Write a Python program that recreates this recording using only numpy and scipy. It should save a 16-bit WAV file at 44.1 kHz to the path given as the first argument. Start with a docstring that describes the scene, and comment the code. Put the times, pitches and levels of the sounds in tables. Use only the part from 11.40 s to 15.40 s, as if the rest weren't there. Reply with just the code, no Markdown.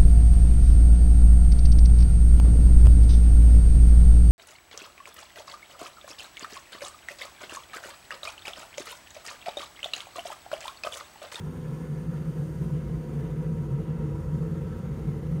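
"""A fuel-fired cabinet heater runs in a room while the microphone drifts over its top.
From the start, the restless flame drives a surging drone in the burner chamber, with a deep rumble
below and a hollow roar above. All along, the fan pushes air through ducts and grille: a soft ringing
rush, a faint hiss and a few thin whines. The roar grows over the first second or two, the rumble
swells briefly just before 3 s, and the heater is still running at the end, at 4 s."""
import sys
import numpy as np
from scipy import signal
from scipy.fft import irfft
from scipy.io import wavfile
from scipy.ndimage import uniform_filter1d

SR = 44100
rng = np.random.default_rng(int(sys.argv[2]) if len(sys.argv) > 2 else 0)


def log_audio(samples):
    """Write samples as a 16-bit WAV file to the path given in sys.argv[1]."""
    # one column per channel
    frames = np.atleast_2d(samples).T
    # limit to full scale, then quantise
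    limited = np.clip(frames, -1, 1)
    pcm = np.round(limited * 32767).astype(np.int16)
    wavfile.write(sys.argv[1], SR, pcm)


N = 176400  # 4 seconds


def drone(gain_db=-2.5, surge_stretch=1.17, waver_hz=4.45):
    """Air in the burner chamber swings, beats against nearby tones and surges with the flame."""
    # Outline of the surges, before the stretch and gain: time_s, level_db
    surge_outline = [(0.01, -35), (0.07, -31), (0.17, -36.5), (0.32, -28.5), (0.38, -36), (0.53, -28.5),
                     (0.66, -34.5), (0.7, -26), (0.84, -33), (0.9, -26.5), (0.95, -34), (1.0, -25.5),
                     (1.14, -34.5), (1.21, -26), (1.3, -31), (1.35, -24.5), (1.46, -34.5), (1.56, -25.5),
                     (1.65, -36.5), (1.76, -26.5), (1.915, -32.5), (1.955, -25), (2.03, -27), (2.15, -27),
                     (2.295, -31), (2.355, -23), (2.46, -37.5), (2.51, -24), (2.57, -31.5), (2.67, -26.5),
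                     (2.8, -33.5), (2.89, -36), (2.93, -25), (3.01, -25), (3.06, -30), (3.17, -28),
                     (3.21, -34), (3.26, -26), (3.36, -38), (3.51, -28.5), (3.61, -38), (3.67, -24.5),
                     (3.71, -27), (3.82, -35), (3.88, -30), (3.96, -26)]
    # The path of the main tone: time_s, pitch_hz
    pitch_path = [(.06, 153.2), (.14, 169.1), (.32, 151.4), (.41, 163.7), (.52, 148.7), (.66, 157),
                  (.78, 149.7), (.92, 162), (1.01, 148), (1.19, 155.8), (1.26, 146), (1.35, 152.5),
                  (1.44, 146.2), (1.58, 163), (1.74, 143), (1.86, 165), (1.95, 148), (2.09, 158.9),
                  (2.2, 148.1), (2.35, 143.7), (2.53, 160.1), (2.67, 146.8), (3.01, 155), (3.29, 144.6),
                  (3.4, 158.9), (3.7, 148.5), (3.96, 153.5)]
    # Other tones the chamber rings at: pitch_hz, width_hz, level_db (relative to the main tone)
    side_tones = [(138.9, 15, -5), (166.6, 7.4, -4.5)]
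    level_db = curve(surge_outline)
    surge_db = level_db.mean() + surge_stretch * (level_db - level_db.mean())
    pitch_hz = curve(pitch_path) + waver_hz * eddies(rate_hz=28)  # the flame jostles the pitch
    main_tone = unit(np.sin(2 * np.pi * np.cumsum(pitch_hz) / SR))
    sides = sum(amp(db) * resonance(hz, width) for hz, width, db in side_tones)
    return amp(gain_db + surge_db) * steadied(main_tone + sides, seconds=0.07)


def rumble(level_db=-38.5):
    """The swirling flame makes a deep noise that swells and sinks."""
    # Tone color of the rumble: pitch_hz, relative_db
    spectrum = [(22, -44), (34, -22), (42, -13.5), (51, -2), (62, 1), (74, -6), (84, -5.5), (95, 0.5),
                (110, -9.5), (128, -7), (180, -7), (400, -74)]
    # Swells around the base level: time_s, change_db
    swells = [(0, 0.5), (.35, -7), (.7, -3), (1.03, -3.5), (1.28, 0.5), (1.7, -3.5), (2.22, 2),
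              (2.55, -0.7), (2.89, 6.5), (3.0, 1.5), (3.5, 1.1), (3.9, 1.5)]
    return amp(level_db + curve(swells)) * steadied(turbulence(spectrum), seconds=0.083)


def roar():
    """Flame noise makes the hollow cabinet ring."""
    # Tone color of the flame inside the cabinet: pitch_hz, relative_db
    spectrum = [(100, -52), (150, -4.5), (185, 4), (210, -7), (240, -7.5), (262, -9.5), (300, -7),
                (385, -7.5), (440, -9), (505, -8.5), (540, -7.5), (575, -24.5), (800, -32), (2000, -71)]
    # Loudness of that noise, highest close to the burner: time_s, level_db
    loudness = [(0, -46.5), (.8, -42.5), (1.7, -41.5), (2.6, -41.5), (3.9, -41.5)]
    # Tones the cabinet rings at: pitch_hz, width_hz, peak_db, loudest_s, spread_s
    cabinet_tones = [(59, 9.2, -45, 1.6, .5), (209, 31, -46, 3.5, 0.58), (224.3, 10, -45, 2.3, 2.13),
                     (253, 9.4, -49.5, 0.12, 0.77), (319, 7.6, -52.5, 1.1, 0.19),
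                     (321.1, 15.4, -47.5, 2.73, 0.72), (355, 24, -55.5, .3, 2.8), (399, 10, -55, .1, 2.4),
                     (440, 15, -48.5, 2.79, 1.54), (469, 15, -52, 2.6, 1.175), (497, 13, -51.5, 1.9, 2.8)]
    flame = amp(curve(loudness)) * steadied(turbulence(spectrum), seconds=0.16)
    return flame + ringing(cabinet_tones)


def rush(patch_db=1.0):
    """Air from the fan rushes in uneven patches and makes the ducts ring."""
    # Tone color of the moving air: pitch_hz, relative_db
    spectrum = [(150, -16.5), (600, 2), (830, -2.5), (1050, -1), (1130, -3.5), (1280, 0), (1430, -6),
                (1560, -4.5), (2050, -7), (2400, -12.5), (2850, -14), (3650, -17), (4200, -22.5),
                (8000, -51)]
    # Loudness of the moving air: time_s, level_db
    loudness = [(0, -55), (.4, -55), (.7, -55.5), (1.3, -55.5), (1.6, -56), (1.85, -53.5), (2.15, -57),
                (2.5, -54.5), (2.75, -54.5), (2.95, -55.5), (3.5, -54.5), (3.9, -55)]
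    # Tones the ducts ring at: pitch_hz, width_hz, peak_db, loudest_s, spread_s
    duct_tones = [(762.5, 30, -66.5, 2.9, 3), (951, 58, -58, 2.45, 1.3), (981, 60, -62.5, 0.31, 0.55),
                  (1040, 13.8, -65.5, 1.45, .4), (1078, 18, -64.5, 0.32, .3), (1330, 100, -62, 2.945, 1.34),
                  (1353, 110, -66, .5, .9), (1533, 32, -73.5, 3, 3), (1650, 14, -69, 1.1, 0.51),
                  (1735, 43, -70, 0.43, .55), (2077, 36, -73, .42, 0.27), (2624, 150, -75.5, 2.3, 1.9)]
    air = reflected(turbulence(spectrum), depth_db=1.7, grain_hz=65)
    _, _, bands = signal.stft(air, nperseg=512)
    # Random patches, smoothed over pitch and then time, make each band come and go.
    patches = uniform_filter1d(rng.standard_normal(bands.shape), size=9, axis=0)
    patches = unit(uniform_filter1d(patches, size=8, axis=1))
    patchy_air = signal.istft(bands * amp(patch_db * patches), nperseg=512)[1][:N]
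    return amp(curve(loudness)) * steadied(patchy_air, seconds=0.14) + ringing(duct_tones)


def hiss(level_db=-64, split_hz=10000):
    """Air hisses through the grille; its top forms a beam, so it changes most as the microphone moves."""
    # Tone color of the hiss: pitch_hz, relative_db
    spectrum = [(1500, -3), (4200, -4), (4950, -1), (5300, 1), (6800, 2.5), (7300, -0.5), (7850, -2.5),
                (8400, 0.5), (9500, 1), (10350, -4.5), (10900, -2.5), (13500, -3), (15700, -9.5)]
    # Drift in loudness, before it is stretched for the low and high parts: time_s, change_db
    drift = [(0, -0.5), (.38, 0.3), (.65, -1), (1.22, 1), (1.42, -1.5), (1.75, -0.5), (2.55, -2.5),
             (2.95, -0.9), (3.25, -1.5), (3.9, -1)]
    air = reflected(turbulence(spectrum), depth_db=1.1, grain_hz=110)
    drift_db = curve(drift) + 0.17 * eddies(rate_hz=8)
    high = signal.sosfiltfilt(signal.butter(4, split_hz, "high", fs=SR, output="sos"), air)
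    low = air - high
    return amp(level_db) * (low * amp(1.26 * drift_db) + high * amp(1.5 * drift_db))


def whines():
    """The fan motor whines and air whistles at the grille."""
    # Thin, high tones: pitch_hz, width_hz, peak_db, loudest_s, spread_s
    thin_tones = [(1475, 5, -69, .9, 1.3), (2751, 6, -81, .4, 2.5), (3070, 90, -79.5, 1.2, 2.2),
                  (4520, 150, -77, 3.3, .9), (4610, 170, -76.6, .9, 1.8), (6500, 700, -75, 3.52, .22),
                  (7040, 80, -84, 2, 3), (8188, 50, -79, .5, .22), (8190, 50, -80.5, 1.17, .3),
                  (9080, 230, -79, .5, 4)]
    return ringing(thin_tones)


def ringing(tones, fade_db=10):
    """Each tone swells and fades as the microphone drifts past the spot where it is loudest."""
    t, out = np.arange(N) / SR, np.zeros(N)
    for pitch_hz, width_hz, peak_db, loudest_s, spread_s in tones:
        away = 1 - np.exp(-((t - loudest_s) / spread_s) ** 2)  # 0 at the spot, 1 far from it
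        out += amp(peak_db - fade_db * away) * steadied(resonance(pitch_hz, width_hz), seconds=0.31)
    return out


def resonance(pitch_hz, width_hz):
    """A narrow band of noise: a tone kept ringing by swirling air."""
    return noise(lambda hz: (1 + 2 * ((hz - pitch_hz) / width_hz) ** 2) ** -1.5)


def reflected(x, depth_db, grain_hz, pattern_s=0.7):
    """Echoes off cabinet and walls lift some pitches and dip others, shifting as the microphone moves."""
    hz, t, bands = signal.stft(x, SR, nperseg=2048)
    ripple = uniform_filter1d(rng.standard_normal(bands.shape), round(grain_hz / hz[1]), axis=0)
    ripple = unit(uniform_filter1d(ripple, round(pattern_s / t[1]), axis=1))
    return unit(signal.istft(bands * amp(depth_db * ripple), nperseg=2048)[1][:N])


def turbulence(spectrum):
    """The broad noise of swirling gas, shaped by (pitch_hz, relative_db) points."""
    pitch_hz, db = np.transpose(spectrum)
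    return noise(lambda hz: amp(np.interp(np.log(hz + 1), np.log(pitch_hz), db, right=-120)))


def eddies(rate_hz):
    """Small swirls of air: a random wobble from 1 Hz up to about rate_hz."""
    return noise(lambda hz: (hz > 1) / (1 + (hz / rate_hz) ** 4))


def noise(gain):
    """Noise of average strength 1, with its pitches weighted by gain(hz)."""
    hz = np.fft.rfftfreq(N, 1 / SR)
    random_phases = np.exp(2j * np.pi * rng.random(len(hz)))
    return unit(irfft(gain(hz) * random_phases, N))


def steadied(x, seconds):
    """Evens out slow swells and keeps the quick throb."""
    size = int(seconds * SR)
    power = uniform_filter1d(uniform_filter1d(x ** 2, size), size)
    return x / np.sqrt(power + 1e-12)


def curve(points):
    """Joins (time_s, value) points with straight lines."""
    return np.interp(np.arange(N) / SR, *np.transpose(points))


def amp(db):
    """Turns decibels into a gain."""
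    return 10 ** (np.asarray(db) / 20)


def unit(x):
    """Scales to an average strength (rms) of 1."""
    return x / np.sqrt(np.mean(x ** 2) + 1e-30)


def scene(flutter_db=0.64):
    """Flame and fan together; the same swirls shake the roar, the rush and, less, the hiss."""
    flutter = amp(flutter_db * eddies(rate_hz=30))
    heater = rumble() + drone() + flutter * (roar() + rush()) + flutter ** 0.85 * hiss() + whines()
    return heater[None]  # one channel


def record(dry, cutoff_hz=15750):
    """Cuts off the very highest treble."""
    low_pass = signal.firwin(1023, cutoff_hz, window=("kaiser", 9), fs=SR)
    return signal.oaconvolve(dry, low_pass[None], "same")


dry = scene()
out = record(dry)
log_audio(out)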